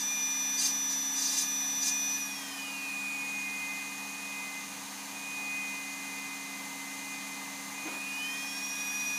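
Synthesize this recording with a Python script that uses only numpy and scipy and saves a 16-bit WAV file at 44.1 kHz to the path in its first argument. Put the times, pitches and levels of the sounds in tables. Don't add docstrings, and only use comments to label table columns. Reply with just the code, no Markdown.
import sys
import numpy as np
from scipy import signal
from scipy.fft import rfft, irfft, next_fast_len
from scipy.io import wavfile
from scipy.ndimage import uniform_filter1d, map_coordinates

SR = 44100
rng = np.random.default_rng(int(sys.argv[2]) if len(sys.argv) > 2 else 0)


def file_out(sig):
    cols = np.atleast_2d(sig).T
    lim = np.clip(cols, -1, 1)
    pcm = np.round(lim * 32767).astype(np.int16)
    wavfile.write(sys.argv[1], SR, pcm)


N = 404838

IDLE_HZ, FULL_HZ, RESTART_HZ = 228.8, 395.2, 390
COAST_S, COAST_HZ_PER_S, EASE_HZ = 2.2, 158, 23
RESTART_S, SPIN_UP_S = 7.88, 0.325
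CUT_ATTACK_S, CUT_RELEASE_S = 0.038, 0.0234

# time_s, level_db
NINTH_ORDER = [(0, -44.5), (2.05, -46), (2.22, -54.5), (2.5, -47), (3.2, -52), (3.72, -42.5), (4.18, -60),
               (4.35, -47), (4.58, -44), (4.72, -60), (5.1, -63), (5.55, -46.5), (7.05, -47), (7.8, -50),
               (8, -52), (8.25, -45.5), (8.6, -53.5), (9.18, -53)]
# speed_hz, level_db
FIFTEENTH_ORDER = [(229, -78), (300, -58), (358, -52), (376, -41.5), (388, -40.5), (395, -33.3)]
# order, idle_db, full_db
WEAK_ORDERS = [(3.015, -82, -65), (4.345, -73, -59.5), (5.343, -70, -64), (6.45, -78, -66),
               (9.98, -71, -59), (30, -135, -51), (17, -74, -67), (18, -78, -67), (20, -73, -66),
               (22, -76, -67), (25, -83, -66), (26.45, -73, -80), (27.01, -71.5, -78), (27.28, -72, -80),
               (27.86, -65, -80), (28.45, -74, -82), (28.83, -72, -80), (29.63, -73.5, -80),
               (31.23, -67.5, -78), (38.14, -69, -80), (40.14, -71, -80)]
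# frequency_hz, gain_db
HOUSING_RESPONSE = [(1500, -1), (1700, 5), (1900, 12), (2100, -0.5), (5500, -4.5), (6050, 10), (6800, 8),
                    (7400, 2.5), (8000, 0)]
# frequency_hz, density_db
BEARING_SPECTRUM = [(800, -25), (2500, -21), (5000, 3), (6400, 4.5), (8000, -19), (9700, 2), (11500, -9),
                    (13500, -3), (15000, -10)]
# frequency_hz, density_db
DUCT_SPECTRUM = [(25, -31), (70, -28), (100, -15), (135, -9), (190, 0), (290, -6.5), (360, -8), (620, -5.5),
                 (770, 1.5), (980, 3), (1130, -2.5), (1240, 2), (1370, -15.5), (2200, -17.5)]
# frequency_hz, density_db
INTAKE_SPECTRUM = [(700, -63), (1350, -6.5), (1650, 1), (2100, 1), (2700, -0.5), (3200, -3.5), (4000, -1),
                   (5300, -4), (6600, 0.5), (8000, -5.5), (9500, -3.5), (11500, -9.5), (13500, -11.5),
                   (15400, -19), (17000, -120)]
# time_s, pitch_hz
BLADE_PITCH = [(0, 2404), (0.55, 2430), (1.1, 2437), (1.85, 2446), (2.1, 2465), (2.8, 2469), (4.25, 2485),
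               (4.9, 2462), (5.3, 2480), (5.8, 2471), (7.35, 2462), (7.8, 2470), (9.18, 2472)]
# time_s, level_db
BLADE_SWELL = [(0, -57), (0.1, -39.5), (0.55, -45), (1.05, -57.5), (1.5, -46), (1.75, -52), (1.92, -41),
               (2.32, -42.5), (2.44, -54), (2.62, -42.5), (3.1, -36.5), (3.7, -39.5), (3.95, -44.5),
               (4.42, -41.5), (4.8, -57), (5.08, -57), (5.18, -43.5), (5.55, -36), (5.9, -45), (6.4, -46),
               (6.7, -54.5), (7, -53), (7.13, -44), (7.48, -57), (7.7, -59), (7.8, -43.5), (8.23, -37.5),
               (8.55, -43), (9.05, -36.5)]
# time_s, level_db
SHAFT_LEVEL = [(0, -54), (0.7, -50), (2, -50.5), (4.7, -54.5), (6.3, -51), (9.18, -52.5)]
# pitch_hz, level_db
HUM_TONES = [(100, -81.5), (199.8, -56), (299.8, -63.5), (754, -64), (974, -74.5), (1098, -65),
             (1207, -60.5), (1244, -72)]
# start_s, length_s, final_rasp_db, initial_ring_db
BUR_CUTS = [(-0.04, 0.048, -35.5, -44), (0.567, 0.099, -25.5, -35), (0.883, 0.045, -35, -50),
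            (1.144, 0.274, -30, -45), (1.807, 0.081, -29, -46)]
# frequency_hz, gain_db
RASP_RESPONSE = [(300, -43), (1200, -24), (2700, -8.5), (3300, -14), (3950, -2.5), (4350, -5), (4750, -3),
                 (5500, 1.5), (6300, 7.5), (6800, 1), (7700, -4), (9500, -6), (13500, -15), (15000, -19)]
# frequency_hz, gain_db
WORKPIECE_RESPONSE = [(4300, -44), (4730, 2), (5150, -6), (5550, -47)]
# start_s, thump_db, scuff_db
KNOCK_CONTACTS = [(7.854, -22.5, -42), (7.869, -42, -36), (7.888, -35, -48), (7.917, -38, -39),
                  (7.945, -35, -44)]
# pitch_hz, gain_db, t60_s
BENCH_MODES = [(187, -26, 0.089), (311, -3.5, 0.089), (427.6, -21, .08), (1010, -12, 0.096)]
# frequency_hz, density_db
SCUFF_SPECTRUM = [(100, -27), (300, 6.5), (1000, 0), (2500, -0.5), (5000, -22), (12000, -30)]


def amp(db):
    return 10 ** (np.asarray(db) / 20)


def lookup(x, rows):
    return np.interp(x, *np.transpose(rows))


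def curve(rows):
    return lookup(np.arange(N) / SR, rows)


def wobble(rate):
    coarse = np.arange(0, N + 32, 32)
    knots = rng.standard_normal(int(N * rate / SR) + 4)
    return np.interp(np.arange(N), coarse, map_coordinates(knots, [coarse * rate / SR]))


def filtered(x, response):
    size = next_fast_len(N + 8192)
    return irfft(rfft(x, size) * response(np.fft.rfftfreq(size, 1 / SR)), size)[..., :N]


def coloured(x, spectrum):
    points_hz, db = np.transpose(spectrum)
    shaped = filtered(x, lambda hz: amp(np.interp(np.log(hz + 1), np.log(points_hz), db)))
    return shaped / np.sqrt(np.mean(shaped ** 2) + 1e-20)


def noise(spectrum):
    return coloured(rng.standard_normal(N), spectrum)


def tone(cycles, rough, rate):
    angle = 2 * np.pi * (cycles + rng.random())
    in_phase = (1 + rough * wobble(rate)) * np.sin(angle)
    quadrature = rough * wobble(rate) * np.cos(angle)
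    return (in_phase + quadrature) / np.sqrt(.5 + rough ** 2)


def room(x, wet_db, t60):
    t = np.arange(SR // 4) / SR
    tail = rng.standard_normal(len(t)) * amp(-60 * t / t60) * (t > .002)
    echo = signal.fftconvolve(x, tail / np.linalg.norm(tail))[:N]
    return (x + amp(wet_db) * echo) / np.hypot(1, amp(wet_db))


def motor_speed(load, sag_hz=0.808):
    t = np.arange(N) / SR
    above_idle = FULL_HZ - IDLE_HZ - COAST_HZ_PER_S * (t - COAST_S)
    eased = (above_idle + np.hypot(above_idle, EASE_HZ)) / 2
    coast = np.minimum(FULL_HZ, IDLE_HZ + eased)
    spin_up = (RESTART_HZ - IDLE_HZ) * (1 - np.exp(-np.maximum(t - RESTART_S, 0) / SPIN_UP_S))
    return coast + spin_up - sag_hz * load


def motor(speed, turns, load, sway_db=0.05, choke_db=2.5, strain_db=2.5):
    acceleration = uniform_filter1d(np.gradient(speed) * SR, 4000)
    glide = np.clip(np.abs(acceleration) / 25, 0, 1)
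    rough = .07 + .35 * glide
    whine = amp(curve(NINTH_ORDER)) * tone(9 * turns, rough, rate=50)
    whine += amp(lookup(speed, FIFTEENTH_ORDER)) * tone(15 * turns, rough, rate=50)
    whine *= amp(-sway_db * wobble(7) - choke_db * load)
    for order, idle_db, full_db in WEAK_ORDERS:
        line_db = np.interp(speed, [IDLE_HZ, FULL_HZ], [idle_db, full_db])
        line_db += lookup(order * speed, HOUSING_RESPONSE)
        line_db += strain_db * glide
        whine += amp(line_db) * tone(order * turns, rough + 0.047, rate=30)
    hiss_db = -46.5 + 70 * np.log10(speed / FULL_HZ)
    hiss = amp(hiss_db) * noise(BEARING_SPECTRUM)
    return whine + room(hiss, wet_db=-4, t60=0.16)


def extractor_turbine(blade_count=9):
    blade_db = curve(BLADE_SWELL)
    passes = np.cumsum(curve(BLADE_PITCH) + 1.436 * wobble(12)) / SR
    airy = np.interp(blade_db, [-57, -41], [.5, .07])
    blades = amp(blade_db) * tone(passes, airy, rate=70)
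    shaft = amp(curve(SHAFT_LEVEL)) * tone(passes / blade_count, rough=0.037, rate=8.1)
    hum = sum(amp(db) * tone(hz * np.arange(N) / SR, rough=0.12, rate=9) for hz, db in HUM_TONES)
    return blades + shaft + hum


def extractor_air(duct_db=-49.0, intake_db=-44.0):
    duct = amp(duct_db + 0.53 * wobble(7.4)) * noise(DUCT_SPECTRUM)
    intake = amp(intake_db + 0.13 * wobble(2.88)) * noise(INTAKE_SPECTRUM)
    return room(duct + intake, wet_db=-9.5, t60=0.17)


def cut_gains(press_db=5):
    t = np.arange(N) / SR
    rasp_gain, ring_gain = np.zeros((2, N))
    for start_s, length_s, rasp_db, ring_db in BUR_CUTS:
        attack = np.clip((t - start_s) / CUT_ATTACK_S, 0, 1)
        progress = np.clip((t - start_s) / length_s, 0, 1)
        release = np.exp(-np.maximum(t - start_s - length_s, 0) / CUT_RELEASE_S)
        rasp_gain += amp(rasp_db + press_db * (progress - 1)) * attack * release
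        ring_gain += amp(ring_db - press_db * progress) * attack * release
    return rasp_gain, ring_gain


def bur(turns, rasp_gain, ring_gain, memory=0.72, off_centre=0.3, graze_db=-48, points_per_turn=128):
    roughness = rng.standard_normal((int(turns[-1]) + 2, points_per_turn))
    worn = signal.lfilter([1], [1, -memory], roughness, axis=0)
    scrape = map_coordinates(worn.ravel(), [turns * points_per_turn])
    scrape *= 1 + off_centre * np.cos(2 * np.pi * turns)
    scrape *= amp(0.7 * wobble(69.2))
    graze = amp(graze_db) * np.exp(-np.maximum(np.arange(N) / SR - COAST_S, 0) / CUT_RELEASE_S)
    rasp = np.hypot(rasp_gain, graze) * coloured(scrape, RASP_RESPONSE)
    ring = ring_gain * coloured(scrape, WORKPIECE_RESPONSE)
    return room(rasp + ring, wet_db=-11, t60=0.26)


def bench_knock(attack_s=0.0077, scuff_t60=0.2):
    knock = np.zeros(N)
    for start_s, thump_db, scuff_db in KNOCK_CONTACTS:
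        t = np.maximum(np.arange(N) / SR - start_s, 0)
        thump = sum(amp(db - 60 * t / t60) * np.sin(2 * np.pi * hz * t) for hz, db, t60 in BENCH_MODES)
        scuff = amp(-60 * t / scuff_t60) * noise(SCUFF_SPECTRUM)
        attack = 1 - np.exp(-t / attack_s)
        knock += attack * (amp(thump_db) * thump + amp(scuff_db) * scuff)
    return knock


def scene():
    rasp_gain, ring_gain = cut_gains()
    load = rasp_gain / rasp_gain.max()
    speed = motor_speed(load)
    turns = np.cumsum(speed * (1 + 0.0003 * wobble(10))) / SR
    grinding = bur(turns, rasp_gain, ring_gain)
    mono = motor(speed, turns, load) + grinding + extractor_air() + extractor_turbine() + bench_knock()
    return np.array([mono, mono])


def record(dry, top_hz=15480):
    return filtered(dry, lambda hz: 1 / np.sqrt(1 + (hz / top_hz) ** 700))


dry = scene()
out = record(dry)
file_out(out)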